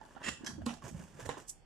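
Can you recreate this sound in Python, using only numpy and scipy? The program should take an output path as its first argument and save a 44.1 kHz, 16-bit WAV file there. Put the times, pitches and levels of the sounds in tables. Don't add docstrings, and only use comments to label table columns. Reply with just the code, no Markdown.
import sys
import numpy as np
from scipy import signal
from scipy.fft import rfft, irfft
from scipy.io import wavfile
from scipy.ndimage import uniform_filter1d

SR = 44100
rng = np.random.default_rng(int(sys.argv[2]) if len(sys.argv) > 2 else 0)


def wav_record(signal):
    frames = np.transpose(np.atleast_2d(signal))
    bounded = np.clip(frames, -1, 1)
    quanta = np.round(bounded * 32767).astype(np.int16)
    wavfile.write(sys.argv[1], SR, quanta)


N = 72765
T = np.arange(N) / SR

# (t/s, f/Hz, note level/dB, tick level/dB, pan L-R/dB)
FINGER_TAPS = [(.013, 871, -43, -59.5, -13.5), (.052, 858, -52, -54, 14), (.165, 810, -45.5, -73, -19.5),
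               (.169, 1400, -48.5, -73, -16), (.581, 550, -50, -80, -4), (.618, 640, -43, -69, -10),
               (.679, 1040, -47, -57, -7), (.74, 724, -56, -47.5, -24.5), (.772, 650, -52, -49, -8),
               (.822, 1090, -43.5, -71, -5), (.946, 564, -46.5, -67, -2.5), (1.021, 838, -50, -62, 0),
               (1.191, 464, -39.5, -72, -1), (1.259, 650, -46.5, -53, -23.5), (1.37, 1014, -40, -60, -8),
               (1.374, 590, -59, -66, 1)]
# (peak t/s, rise/s, fall/s, body level/dB, hiss level/dB, pan L-R/dB)
SKIN_RUBS = [(0.051, 0.049, 0.029, -64, -70, -4), (0.119, 0.024, 0.033, -66, -67.5, -1.5),
             (0.168, 0.013, 0.017, -56.5, -77, -4), (0.226, 0.017, 0.028, -56.5, -67, -2),
             (0.499, 0.06, 0.035, -56.5, -63.5, -5), (.62, 0.0068, 0.016, -65.5, -73.5, 9),
             (.72, 0.025, 0.026, -59.5, -58.5, -3), (0.854, 0.018, 0.022, -55.5, -57, -5.5),
             (.895, .03, 0.0094, -81, -58.5, -9.5), (0.998, 0.05, 0.036, -65.5, -60.5, -4.5),
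             (1.12, .06, 0.18, -69.5, -68, -5), (1.207, 0.011, 0.015, -56, -55, -3),
             (1.261, 0.0077, 0.0048, -62, -52, -8), (1.33, 0.065, 0.056, -56, -92, -4.5),
             (1.38, 0.0025, 0.005, -47.5, -54, -6), (1.406, 0.02, 0.014, -79, -59.5, -3.5)]
# (t/s, f/Hz, level/dB, T60/s)
PANEL_BUMPS = [(.164, 251, -42, 0.046), (0.281, 198, -39.5, 0.034), (.285, 92.6, -47.5, 0.11),
               (0.407, 271.5, -41, 0.057), (.435, 275, -33, 0.043), (0.487, 241.6, -46, 0.2),
               (0.54, 156, -46.5, 0.063), (.579, 300, -40, 0.12), (.597, 240, -45, 0.2),
               (0.613, 87, -37.5, 0.11), (0.669, 76, -51.5, 0.12), (0.837, 125.6, -41, 0.17),
               (0.867, 175, -43, 0.03), (.91, 238, -37, 0.032), (0.926, 125, -30.5, 0.028),
               (0.944, 167, -31.5, 0.068), (0.979, 181, -45, 0.027), (1, 144, -44.5, 0.08),
               (1.019, 210, -47, 0.046), (1.142, 143, -46.5, 0.13), (1.221, 118.5, -43, 0.2),
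               (1.264, 98, -36.5, .1), (1.371, 300, -39, 0.035)]
# (peak t/s, rise/s, fall/s, level/dB, pan L-R/dB)
LID_STROKES = [(.24, 0.0071, 0.019, -47.5, -6.5), (.263, 0.0085, 0.019, -42, -6),
               (.287, 0.0053, 0.0037, -35.5, -5), (.315, 0.016, 0.035, -53, -3.5)]
FLAP_STROKES = [(.4465, 0.0015, 0.0022, -48, -3.5), (.4687, 0.0038, 0.0022, -35.5, -7.5),
                (.478, 0.0025, 0.001, -41.5, -2), (.496, 0.0074, 0.0061, -53, 5)]
LEAFLET_STROKES = [(1.496, 0.013, 0.013, -51, -7), (1.509, 0.0092, 0.0077, -56.5, 0),
                   (1.528, 0.008, 0.0048, -66, 3)]
# (peak t/s, rise/s, fall/s, level/dB)
CREASE_BENDS = [(0.309, 0.032, 0.02, -54), (.52, 0.033, 0.06, -54), (.62, 0.023, 0.035, -59),
                (.76, 0.15, 0.013, -55.5), (0.862, 0.028, 0.016, -53.5), (1.0, 0.051, 0.046, -52),
                (1.159, 0.023, 0.023, -60)]
# (t/s, then level/dB of blow, crack, boom, panels, swell, crackle)
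IMPACTS = [(0.6636, -42, -32, -27, -44.5, -36, -46), (1.2909, -26.5, -33, -51, -46.5, -55, -48.5)]

# (f/Hz, relative level/dB)
AIR_SPECTRUM = [(15, -49), (25, 2.5), (75, -4), (187, -10), (694, -20), (750, -15), (1050, -25),
                (3610, -28.5), (3900, -65), (4330, -28.5), (13000, -63.5)]
RUB_SPECTRUM = [(50, -16.5), (150, -1), (300, 3), (480, -3), (700, 0.5), (1000, -0.5), (1350, -4),
                (1750, 0.5), (2200, -25), (2900, -11.5), (4000, -21), (12000, -76)]
CRACK_SPECTRUM = [(400, 2), (1500, -9), (3000, -5), (4300, -2.5), (6000, -5.5), (7500, 6.5), (8600, -7),
                  (10500, -8), (12500, -23)]
HISS_SPECTRUM = [(500, 20), (1500, 8.5), (2800, 9), (4000, -1.5), (5500, 7.5), (7500, 11), (10000, 0),
                 (13000, -6)]
LID_SPECTRUM = [(110, -26), (230, -1), (420, -9), (600, -5.5), (850, -16), (1100, -7.5), (1600, -8.5),
                (2350, -16), (3300, -9.5), (4200, -18), (5600, -13), (6300, -22.5), (7200, -10.5),
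                (8400, -17.5), (9500, -24.5), (13000, -40)]
BEND_SPECTRUM = [(45, -30.5), (65, 5), (100, 4), (140, -0.5), (185, 8), (240, -1), (310, -3.5),
                 (420, -21.5), (800, -17.5), (3000, -53)]
FLAP_SPECTRUM = [(240, -21), (400, -35), (805, -19), (1230, -19), (1670, -11.5), (2300, -22.5),
                 (3210, -16.5), (3560, -31), (3880, -17), (5830, -10), (10000, -23.5), (12300, -30.5),
                 (13000, -44)]
BLOW_SPECTRUM = [(70, -16.5), (130, -0.5), (450, 0), (800, 0), (1100, 0), (1500, -6), (1850, 7),
                 (2400, -19), (3000, -6), (4000, -22), (6000, -43), (8000, -18), (10500, -41), (13000, -42)]
CRACKLE_SPECTRUM = [(200, -13.5), (700, 6.5), (1700, -1.5), (2300, -0.5), (2900, 2.5), (4200, -15),
                    (6000, -5.5), (7500, -21), (10000, -18), (13000, -41)]
LEAFLET_SPECTRUM = [(1500, -36), (2800, -23), (4200, -17), (5500, -2.5), (7700, 3), (10000, -4.5),
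                    (13000, -15)]
# (f/Hz, bandwidth/Hz, relative level/dB)
LID_RESONANCES = [(1930, 190, 12.5), (2680, 200, 12.5), (6900, 530, -0.5)]
FLAP_RESONANCES = [(1680, 450, 3), (3296, 73, 16)]
# (f/Hz, relative level/dB, T60/s)
CAVITY_MODES = [(236.4, -2.5, 0.2), (252.4, -14, 0.22)]
PANEL_MODES = [(145.5, -1.5, 0.13), (283.7, -3, 0.18), (481, 7.5, 0.06), (573, -4.5, 0.17),
               (784, 8.5, 0.042), (1059, 4.5, 0.11), (1257, 0, 0.068), (1410, -1, 0.048), (1820, -39, 0.12),
               (3000, -15, 0.12)]
# (f/Hz, relative level/dB, T60/s)
ROOM_BANDS = [(113, -13.5, 0.45), (283, -18, 0.42), (870, -8.5, 0.28), (2310, -14.5, 0.4),
              (5860, 0.5, 0.28), (11400, -0.5, 0.24)]

SCRAPE_SLIPS_PER_S, SLOW_SLIPS_PER_S, CRACKLES_PER_S = 3200, 1800, 420
CATCH_S, CATCH_DB = 0.0037, 3
EARLY_DB, EARLY_DECAY_S, TAIL_ONSET_S, COHERENCE_HZ = 4, 0.0035, 0.0023, 665


def amp(db):
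    return 10 ** (np.asarray(db) / 20)


def pan(x, db):
    return x * amp(np.array([[db], [-db]]) / 2)


def causal(gain):
    cepstrum = irfft(np.log(gain))
    half = cepstrum.shape[-1] // 2
    cepstrum[..., 1:half] *= 2
    cepstrum[..., half + 1:] = 0
    return np.exp(rfft(cepstrum))


def colour(x, spectrum, resonances=(), size=8192):
    f = np.arange(size // 2 + 1) * SR / size + 1
    freqs, levels = np.array(spectrum, float).T
    gain = amp(np.interp(np.log(f), np.log(freqs), levels))
    gain /= np.hypot(1, (freqs[0] / 2 / f) ** 2)
    for hz, width, db in resonances:
        gain *= 1 + amp(db) / (1 + (2 * (f - hz) / width) ** 2)
    gain /= np.sqrt(np.mean(gain ** 2))
    return signal.fftconvolve(x, irfft(causal(gain)))[:N]


def ring(start, hz, t60, rise):
    age = np.maximum(T - start, 0)
    return np.sin(2 * np.pi * hz * age) * np.exp(-np.log(1000) * age / t60) * (1 - np.exp(-age / rise))


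def burst(start, decay):
    return rng.choice([-1., 1.], N) * (T >= start) * np.exp(-np.abs(T - start) / decay)


def stroke(peak, rise, fall):
    growth = np.exp(-((T - peak) / rise) ** 2 / 2)
    release = np.exp(1 - np.hypot(1, (T - peak) / fall * np.sqrt(2)))
    return np.where(T < peak, growth, release)


def slips(per_s, scatter_db):
    knots = np.arange(0, 2, CATCH_S)
    catches = np.interp(T, knots, rng.standard_normal(N)[:len(knots)])
    clicks = (rng.random(N) < per_s / SR) * rng.choice([-1., 1.], N)
    clicks *= amp(scatter_db * np.clip(rng.standard_normal(N), -2, 2) + CATCH_DB * catches)
    return clicks / np.std(clicks)


def whiten(response, smooth_hz=110, gain_db=3, size=131072):
    spectrum = rfft(response, size)
    power = uniform_filter1d(np.abs(spectrum) ** 2, int(smooth_hz * size / SR))
    return irfft(spectrum * causal(1 / np.sqrt(power)))[:, :N] * amp(gain_db)


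def room(x, wet_db):
    f = np.arange(N // 2 + 1) * SR / N + 1
    centres = np.array(ROOM_BANDS)[:, 0]
    mid, left, right, early_left, early_right = rfft(rng.standard_normal((5, N)))
    apart = f / np.hypot(f, COHERENCE_HZ)
    diffuse = mid * np.sqrt(1 - apart ** 2) + apart * np.array([left, right])
    early = irfft(apart * np.array([early_left, early_right]), N)
    response = early * np.exp(-T / EARLY_DECAY_S) * np.sqrt(2 / EARLY_DECAY_S / SR) * amp(EARLY_DB)
    onset = 1 - np.exp(-(T / TAIL_ONSET_S) ** 2)
    for share, (_, db, t60) in zip(np.eye(len(centres)), ROOM_BANDS):
        band = np.interp(np.log(f), np.log(centres), share)
        rate = np.log(1000) / t60
        decay = np.exp(-rate * T) * np.sqrt(2 * rate / SR)
        response += irfft(diffuse * band, N) * decay * onset * amp(db + wet_db)
    response[:, 0] += 1
    return signal.fftconvolve(x, whiten(response), axes=1)[:, :N]


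def air():
    shared, left, right = (colour(rng.standard_normal(N), AIR_SPECTRUM) for _ in range(3))
    return pan(amp(-67) * (shared + 1.33 * np.array([left, right])), db=-2.5)


def taps():
    out = 0
    for start, hz, db, tick_db, side in FINGER_TAPS:
        note = ring(start, hz, t60=0.037, rise=0.0018)
        grit = amp(-10.5) * colour(burst(start, decay=0.0022), RUB_SPECTRUM)
        tick = colour(burst(start, decay=0.00044), CRACK_SPECTRUM)
        out += pan(amp(db) * (note + grit) + amp(tick_db) * tick, side)
    return out


def rubs():
    body = colour(slips(SLOW_SLIPS_PER_S, scatter_db=5), RUB_SPECTRUM)
    hiss = colour(slips(SLOW_SLIPS_PER_S, scatter_db=5), HISS_SPECTRUM)
    return sum(pan(stroke(peak, rise, fall) * (amp(body_db) * body + amp(hiss_db) * hiss), side)
               for peak, rise, fall, body_db, hiss_db, side in SKIN_RUBS)


def bumps():
    notes = sum(amp(db) * ring(start, hz, t60, rise=0.49 / hz) for start, hz, db, t60 in PANEL_BUMPS)
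    return pan(notes, db=-3.5)


def scrapes(strokes, spectrum, resonances=()):
    pressure = sum(pan(stroke(peak, rise, fall) * amp(db), side) for peak, rise, fall, db, side in strokes)
    force = pressure * slips(SCRAPE_SLIPS_PER_S, scatter_db=4.5)
    return np.array([colour(channel, spectrum, resonances) for channel in force])


def bends():
    effort = sum(stroke(peak, rise, fall) * amp(db) for peak, rise, fall, db in CREASE_BENDS)
    rumble = colour(slips(SLOW_SLIPS_PER_S, scatter_db=4.5), BEND_SPECTRUM)
    return pan(effort * rumble, db=-3.5)


def impact(start, blow_db, crack_db, boom_db, panel_db, swell_db, crackle_db):
    pulse_s, swell_s, side_db = 0.00016, 0.0019, -5
    pulse = amp(-1) * np.exp(-((T - start - 2 * pulse_s) / pulse_s) ** 2)
    blow = amp(blow_db) * (colour(burst(start, decay=0.002), BLOW_SPECTRUM) - pulse)
    swell = amp(swell_db) * (T < start) * np.exp(-np.abs(T - start) / swell_s) * rng.standard_normal(N)
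    crack = colour(amp(crack_db) * burst(start, decay=0.001) + swell, CRACK_SPECTRUM)
    settling = burst(start, decay=0.041) * slips(CRACKLES_PER_S, scatter_db=2.8)
    crackle = amp(crackle_db) * colour(settling, CRACKLE_SPECTRUM)
    boom = sum(amp(boom_db + db) * ring(start, hz, t60, rise=0.0034) for hz, db, t60 in CAVITY_MODES)
    panels = sum(amp(panel_db + db) * ring(start, hz, t60, rise=0.0011) for hz, db, t60 in PANEL_MODES)
    card = blow + crack + crackle - panels
    return room(pan(card, side_db), wet_db=2) - room(pan(boom, side_db), wet_db=-18)


def scene():
    lid = scrapes(LID_STROKES, LID_SPECTRUM, LID_RESONANCES)
    flap = scrapes(FLAP_STROKES, FLAP_SPECTRUM, FLAP_RESONANCES)
    handling = sum(room(x, wet_db=0.5) for x in (lid, flap, rubs(), taps()))
    impacts = sum(impact(*row) for row in IMPACTS)
    leaflet = room(scrapes(LEAFLET_STROKES, LEAFLET_SPECTRUM), wet_db=-11.5)
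    flexing = room(bumps() + bends(), wet_db=-3.5)
    return handling + flexing + impacts + leaflet + air()


def record(dry):
    cutoff_hz = 13300
    return signal.sosfilt(signal.ellip(10, .2, 80, cutoff_hz, fs=SR, output="sos"), dry)


dry = scene()
out = record(dry)
wav_record(out)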